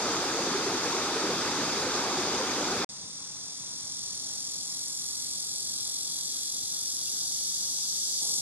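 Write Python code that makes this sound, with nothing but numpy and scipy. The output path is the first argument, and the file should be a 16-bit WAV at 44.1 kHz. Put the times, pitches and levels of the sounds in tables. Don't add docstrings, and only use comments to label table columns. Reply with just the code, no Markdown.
import sys
import numpy as np
from scipy import signal
from scipy.fft import rfft, irfft, next_fast_len
from scipy.io import wavfile
from scipy.ndimage import uniform_filter1d

SR = 44100
rng = np.random.default_rng(int(sys.argv[2]) if len(sys.argv) > 2 else 0)


def waveform_to_disk(signal):
    frames = np.transpose(np.atleast_2d(signal))
    scaled = np.clip(frames, -1, 1) * 32767
    samples = np.round(scaled).astype(np.int16)
    wavfile.write(sys.argv[1], SR, samples)


N = 370868
TIME = np.arange(N) / SR
WEIR_END_S, LOT_START_S, CLOSER_S = 2.846, 2.891, 8.217

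# (frequency [Hz], relative level [dB])
PLUNGE_TONE = [(25, -45), (45, -53), (85, -13), (130, -10.5), (160, -6), (250, -2.5), (370, -0.5),
               (480, -2.5), (620, -9.5), (900, -67)]
RUSH_TONE = [(350, -46), (620, -5), (840, 0), (1000, -2.5), (1230, -0.5), (1900, -8.5), (2600, -8.5),
             (3600, -35.5)]
SPRAY_AS_HEARD = [(2000, -22), (3050, -8), (3600, -0.5), (4200, -4.5), (4650, 1.5), (5300, -2), (6200, -1),
                  (8000, -9), (10500, -19.5), (13000, -28), (15500, -53)]
# (time [s], pitch [Hz], peak level [dB])
BIG_GLUGS = [(0.546, 382, -26), (0.661, 390, -27), (0.932, 371, -30), (1.156, 433, -29), (1.235, 365, -30),
             (1.585, 282, -29.5), (1.865, 494, -29.5), (2.178, 357, -30), (2.395, 510, -29.5),
             (2.795, 387, -30)]
# (place in the cycle [0-1], relative level [dB], pitch [Hz])
RIB_SNAPS = [(0.061, -11, 5200), (.16, -3.5, 8150), (.24, -3, 5190), (.35, -9, 8150), (.42, -2, 5130),
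             (.51, -2.5, 8000), (.58, -0.5, 5130), (.70, -2.5, 8200)]
# (frequency [Hz], relative level [dB])
SONG_TONE = [(2400, -46), (3000, -21), (3500, -8), (4200, -6), (4800, -2.5), (6000, -2), (7800, -4),
             (9700, -9.5), (11200, -11.5), (12200, -22.5), (14000, -29.5), (15000, -51)]
# (frequency [Hz], width [Hz], boost [dB])
NEAR_PEAKS = [(3360, 90, 4), (3530, 110, 3.5), (3960, 90, 6), (4070, 100, -6), (4400, 160, 4),
              (4540, 90, -2.5), (4740, 100, 4), (4930, 130, -2.5), (5297, 70, 6), (5445, 70, -4),
              (5534, 80, 5.5), (5750, 200, 1.5), (6125, 100, 2), (6305, 90, -3), (6480, 80, -3),
              (6740, 110, -4), (6847, 100, 5.5), (7213, 100, 4), (7450, 110, -2.5), (7816, 130, 6),
              (8053, 150, -4), (8290, 100, -2), (8936, 200, 2), (9370, 150, 2), (9560, 130, -3),
              (10720, 150, 3), (11240, 180, 3), (12320, 200, 4), (12835, 160, 7)]
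CHORUS_PEAKS = [(2830, 110, 5), (3380, 90, 2.5), (3530, 120, 3), (4050, 80, -3), (4651, 80, 5.5),
                (5297, 80, 4.5), (5447, 70, -3), (5534, 70, 2), (5650, 600, 1.5), (5857, 90, 4.5),
                (6007, 80, 4.5), (6869, 110, 2), (7622, 90, 2), (7816, 110, 3.5), (8333, 130, -3),
                (8677, 90, 5), (8979, 130, -2), (9570, 160, -3.5), (10600, 600, -3.5), (11200, 300, 1),
                (12500, 600, 3)]
# (time [s], cicada level [dB], chorus level [dB])
SONG_LEVELS = [(2.9, -44.5, -41.5), (4.1, -36, -42), (5.0, -35.5, -40.5), (5.9, -33.5, -41),
               (6.3, -34.5, -37.5), (6.7, -34.5, -37.5), (7.45, -35, -33), (8.2, -39.5, -30.5)]
# (start [s], end [s], pitch [Hz], width [Hz], level [dB])
TREE_WHINES = [(2.5, 3.9, 5540, 90, -56), (3.5, 5.25, 5500, 280, -49.5), (3.6, 5.1, 4330, 170, -54),
               (4.9, 8.7, 4690, 110, -50), (5.6, 6.9, 3360, 110, -59)]
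# (frequency [Hz], relative level [dB])
VALLEY_TONE = [(25, -32), (50, -17), (86, -4.5), (128, -3.5), (165, -4.5), (205, -4.5), (272, -3.5),
               (320, -6), (550, -8.5), (850, -9), (1700, -13.5), (2800, -14), (3800, -47)]
FAR_WEIR_TONE = [(50, -12), (100, 9), (220, 9), (330, -6), (560, -15), (800, 0.5), (1250, -1), (1900, -15),
                 (3600, -40)]
MURMUR_TONE = [(50, -15), (100, 4), (170, 7), (300, -4), (480, 4), (620, -1.5), (850, 5), (1200, -12),
               (2500, -17), (4000, -35)]
# (pitch [Hz], width [Hz], level [dB])
HUM_NOTES = [(97.6, 12, -75), (169, 25, -67), (273, 24, -68)]
# (frequency [Hz], likeness [0-1])
WEIR_ALIKE = [(130, .999), (300, .994), (650, .96), (1400, .84), (2600, .62), (4300, .15), (7200, .48),
              (10000, .2), (15000, .15)]
NEAR_ALIKE = [(3000, 0.4), (4200, 0.93), (5800, 0.88), (8000, 1), (11000, 0.92), (13000, 1)]
CHORUS_ALIKE = [(2900, .35), (3500, 0.51), (4600, 0.67), (5500, 0.7), (6600, 0.82), (7500, 0.68),
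                (9000, 0.58), (11300, 0.84), (14000, 0.75)]
VALLEY_ALIKE = [(130, .999), (300, .985), (650, .92), (1400, .75), (2600, .5)]
# (frequency [Hz], lead [rad])
WEIR_LEAD = [(100, 0), (500, .1), (1700, .45), (3000, .7), (5000, 2.9), (8000, 3.2), (13000, 5)]
TREES_LEAD = [(2500, -2.1), (3700, -2.75), (4700, -2.95), (6000, -3.75), (8400, -5.9), (11300, -8),
              (14000, -10.3)]
VALLEY_LEAD = [(100, 0), (400, .08), (900, .3), (2200, .8)]


def gain_of(db):
    return 10 ** (np.asarray(db) / 20)


def evened(x):
    return x / np.sqrt(np.mean(x ** 2) + 1e-20)


def look_up(table, hz):
    row_hz, value = np.transpose(table)
    return np.interp(np.log(hz + 1), np.log(row_hz + 1), value)


def colour(x, tone):
    size = next_fast_len(N)
    gains = gain_of(look_up(tone, np.fft.rfftfreq(size, 1 / SR)))
    return evened(irfft(rfft(x, size) * gains, size)[..., :N])


def hiss():
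    return rng.standard_normal((2, N))


def narrow_noise(hz, width_hz):
    size = next_fast_len(N)
    off_pitch = 2 * (np.fft.rfftfreq(size, 1 / SR) - hz) / width_hz
    spectrum = rfft(rng.standard_normal((2, size))) / np.sqrt(1 + off_pitch ** 4)
    return evened(irfft(spectrum, size)[:, :N])


def wander(length_s):
    size = next_fast_len(N)
    smoothing = np.exp(-(np.fft.rfftfreq(size, 1 / SR) * length_s) ** 2)
    return evened(irfft(rfft(rng.standard_normal(size)) * smoothing)[:N])


def patches(shape, size):
    smooth_in_time = uniform_filter1d(rng.standard_normal(shape), size[0], 0)
    return evened(uniform_filter1d(smooth_in_time, size[1], 1))


def swell(start_s, end_s, fade_s):
    return np.clip(np.minimum(TIME - start_s, end_s - TIME) / fade_s, 0, 1)


def microphones(pair, alike, leads, side=1, spread=0, patchy_db=0, flicker_db=0):
    hz, t, bands = signal.stft(pair, SR, nperseg=512, noverlap=384)
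    left, other = bands.transpose(0, 2, 1)
    full_lead = look_up(leads, hz)
    lead, blur = (np.interp(t, TIME, v * np.ones(N))[:, None] * full_lead for v in (side, spread))
    same = np.clip(look_up(alike, hz), 0, 1) * np.exp(-blur ** 2 / 2)
    right = (same * left + np.sqrt(1 - same ** 2) * other) * np.exp(-1j * lead)
    waver_db = patchy_db * patches(left.shape, (24, 7)) + flicker_db * patches(left.shape, (3, 90))
    bands = np.array([left, right]) * gain_of(waver_db)
    return evened(signal.istft(bands.transpose(0, 2, 1), SR, nperseg=512, noverlap=384)[1][:, :N])


def bubbles(low_hz, high_hz, per_s, cycles, spread_db=3.0, sizes=24):
    out = np.zeros((2, N))
    for hz in np.geomspace(low_hz, high_hz, sizes):
        age = np.arange(int(3 * cycles / hz * SR) + 8) * hz / SR / cycles
        ring = np.sin(2 * np.pi * cycles * age * (1 + 0.039 * age)) * np.exp(-2 * age)
        place, strength, chance = rng.random((2000, 3)).T
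        happens = chance < per_s * TIME[-1] / sizes / 1000
        gains = gain_of(spread_db * np.minimum(-np.log(1 - strength), 4)) * happens
        births = np.bincount((place * 2 * N).astype(int), gains, 2 * N).reshape(2, N)
        out += signal.oaconvolve(births, ring[None] / np.linalg.norm(ring), axes=1)[:, :N] * np.sqrt(hz)
    return evened(out)


def weir(plunge_db=-35.5, rush_db=-34.5, spray_db=-32.5, surge_db=0.53, surge_s=0.07):
    gulps = bubbles(low_hz=239.8, high_hz=563, per_s=150, cycles=13.2)
    babble = bubbles(low_hz=583.5, high_hz=2667, per_s=600, cycles=10.2)
    fizz = bubbles(low_hz=2620, high_hz=13100, per_s=1400, cycles=4.4)
    surging = gain_of(plunge_db + surge_db * wander(surge_s))
    plunge = surging * colour(hiss() + gain_of(-20) * gulps, PLUNGE_TONE)
    rush = gain_of(rush_db) * colour(hiss() + gain_of(-14) * babble, RUSH_TONE)
    spray = gain_of(spray_db) * colour(hiss() + gain_of(-10) * fizz, SPRAY_AS_HEARD)
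    water = plunge + rush + spray
    return np.std(water) * microphones(water, WEIR_ALIKE, WEIR_LEAD, patchy_db=0.8, flicker_db=0.16)


def drone(hz=53.0, db=-62, waver=0.13):
    sway = evened(uniform_filter1d(rng.standard_normal(N), 12000))
    return gain_of(db) * (1 + waver * sway) * np.sin(2 * np.pi * hz * TIME)


def glugs(swell_s=0.0079, rise_per_s=1.1):
    out = np.zeros(N)
    for start, hz, db in BIG_GLUGS:
        age = np.maximum(TIME - start, 0)
        cycles = hz * age * (1 + rise_per_s * age / 2) + rng.random()
        loudness = gain_of(db) * age / swell_s * np.exp(1 - age / swell_s)
        out += loudness * np.sin(2 * np.pi * cycles)
    return out


def tymbals(first_hz=42.3, settled_hz=45.9, settle_s=2.9, ring_s=0.000662, jitter_cycles=0.006):
    rate = settled_hz + (first_hz - settled_hz) * np.exp(-np.maximum(TIME - LOT_START_S, 0) / settle_s)
    cycles_done = np.cumsum(rate) / SR
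    cycle, t = np.arange(int(cycles_done[-1])), np.arange(256) / SR
    hz, out = np.fft.rfftfreq(256, 1 / SR), np.zeros(N)
    for place, db, ring_hz in RIB_SNAPS:
        slip = jitter_cycles * rng.standard_normal(len(cycle))
        snap_at = np.searchsorted(cycles_done, cycle + place + slip)
        snaps = gain_of(db) * np.bincount(snap_at, minlength=N)[:N]
        burst = rng.standard_normal(256) * t * np.exp(-t / ring_s)
        flat_spectrum = np.exp(1j * np.angle(rfft(burst)))
        octaves_off = np.log2((hz + 1) / ring_hz)
        ring = irfft(flat_spectrum / np.hypot(1, octaves_off))
        out += signal.oaconvolve(snaps, evened(ring))[:N]
    return evened(out)


def foliage(x, echo_s=0.36, change_per_s=0.596, paths=3):
    t = np.arange(SR // 3) / SR
    tails = rng.standard_normal((paths, 2, len(t))) * gain_of(-60 * t / echo_s)
    feeds = [x * np.cos(np.pi * (change_per_s * TIME + k / paths)) for k in range(paths)]
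    echoes = [signal.oaconvolve(feed[None], tail, axes=1)[:, :N] for feed, tail in zip(feeds, tails)]
    return evened(sum(echoes))


def ringing(x, peaks, size=4096):
    hz = np.fft.rfftfreq(size, 1 / SR)
    boost_db = sum(db / (1 + (2 * (hz - centre) / width) ** 2) for centre, width, db in peaks)
    both_ways = irfft(np.log(gain_of(boost_db)))
    after_only = both_ways * (1 + np.sign(np.fft.fftfreq(size)))
    ring = irfft(np.exp(rfft(after_only)))
    return signal.oaconvolve(x, ring[None], axes=1)[:, :N]


def facing(start_rad=0.052, turn_rad_per_s=0.17, closer_rad=0.36):
    turned = turn_rad_per_s * np.maximum(TIME - LOT_START_S, 0)
    return np.where(TIME > CLOSER_S, closer_rad, start_rad + turned)


def hollow(hz, t, start_hz=7700, rise_hz_per_s=260, width_hz=890, db=-6, end_s=4.9, fade_s=0.74):
    centre = start_hz + rise_hz_per_s * (t - LOT_START_S)
    depth_db = db * np.clip((end_s - t) / fade_s, 0, 1)
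    return depth_db / (1 + (2 * (hz - centre) / width_hz) ** 2)


def turning(song, angle, near_share, open_rad=0.4, shade_db_per_rad=40, open_db=1.4, closer_db=4):
    hz, t, bands = signal.stft(song, SR, nperseg=1024, noverlap=768)
    hz = hz[:, None]
    shimmer_db = 0.5 * np.interp(t, TIME, near_share) * patches((len(t), len(hz)), (160, 2)).T
    treble_db = open_db - shade_db_per_rad * np.maximum(open_rad - angle, 0)
    treble_db += closer_db * (TIME > CLOSER_S)
    top_treble = (1 + np.tanh((hz - 10450) / 440)) / 2
    bands = bands * gain_of(shimmer_db + np.interp(t, TIME, treble_db) * top_treble + hollow(hz, t))
    return signal.istft(bands, SR, nperseg=1024, noverlap=768)[1][:, :N]


def cicadas(closer_near_db=-31, closer_chorus_db=-33, chorus_behind_rad=0.41, chorus_spread_rad=0.2):
    angle, close = facing(), TIME > CLOSER_S
    times, near_db, chorus_db = np.transpose(SONG_LEVELS)
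    near_gain = gain_of(np.where(close, closer_near_db, np.interp(TIME, times, near_db)))
    chorus_gain = gain_of(np.where(close, closer_chorus_db, np.interp(TIME, times, chorus_db)))
    buzz = tymbals()
    echo = foliage(buzz)
    near = np.array([buzz + 0.58 * echo[0], echo[1]])
    near = colour(ringing(near, NEAR_PEAKS), SONG_TONE)
    near = microphones(near, NEAR_ALIKE, TREES_LEAD, side=np.cos(angle))
    chorus = hiss() + gain_of(-6.5) * foliage(buzz)
    chorus = colour(ringing(chorus, CHORUS_PEAKS), SONG_TONE)
    chorus = microphones(chorus, CHORUS_ALIKE, TREES_LEAD, side=np.cos(angle - chorus_behind_rad),
                         spread=chorus_spread_rad * np.sin(angle), patchy_db=0.45, flicker_db=0.5)
    near_share = near_gain ** 2 / (near_gain ** 2 + chorus_gain ** 2)
    song = turning(near_gain * near + chorus_gain * chorus, angle, near_share)
    return song * gain_of([[0.4], [-0.4]])


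def whines(fade_s=0.48):
    return sum(gain_of(db) * swell(start, end, fade_s) * narrow_noise(hz, width)
               for start, end, hz, width, db in TREE_WHINES)


def valley(wash_db=-57, far_weir_db=-60, murmur_db=-54.5, turned_away_s=4.2, fade_db_per_s=5):
    faded_db = fade_db_per_s * np.maximum(TIME - turned_away_s, 0)
    wash = gain_of(wash_db) * colour(hiss(), VALLEY_TONE)
    wash += gain_of(far_weir_db - faded_db) * colour(hiss(), FAR_WEIR_TONE)
    wash += gain_of(murmur_db) * (TIME > CLOSER_S) * colour(hiss(), MURMUR_TONE)
    return np.std(wash) * microphones(wash, VALLEY_ALIKE, VALLEY_LEAD, patchy_db=1.2)


def hum():
    return sum(gain_of(db) * narrow_noise(hz, width)[0] for hz, width, db in HUM_NOTES)


def chirp(start_s=7.052, length_s=0.046, hz=2730, width_hz=200, db=-60):
    return gain_of(db) * swell(start_s, start_s + length_s, length_s / 3) * narrow_noise(hz, width_hz)[0]


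def scene(fade_s=0.003):
    at_weir = np.clip((WEIR_END_S - TIME) / fade_s + 0.5, 0, 1)
    river = weir() + drone() + glugs()
    lot = cicadas() + whines() + valley() + hum() + chirp()
    return river * at_weir + lot * (TIME > LOT_START_S)


def record(dry):
    treble_cut = signal.firwin(511, 15600, window=("kaiser", 9), fs=SR)
    return signal.oaconvolve(dry, treble_cut[None], "same")


dry = scene()
out = record(dry)
waveform_to_disk(out)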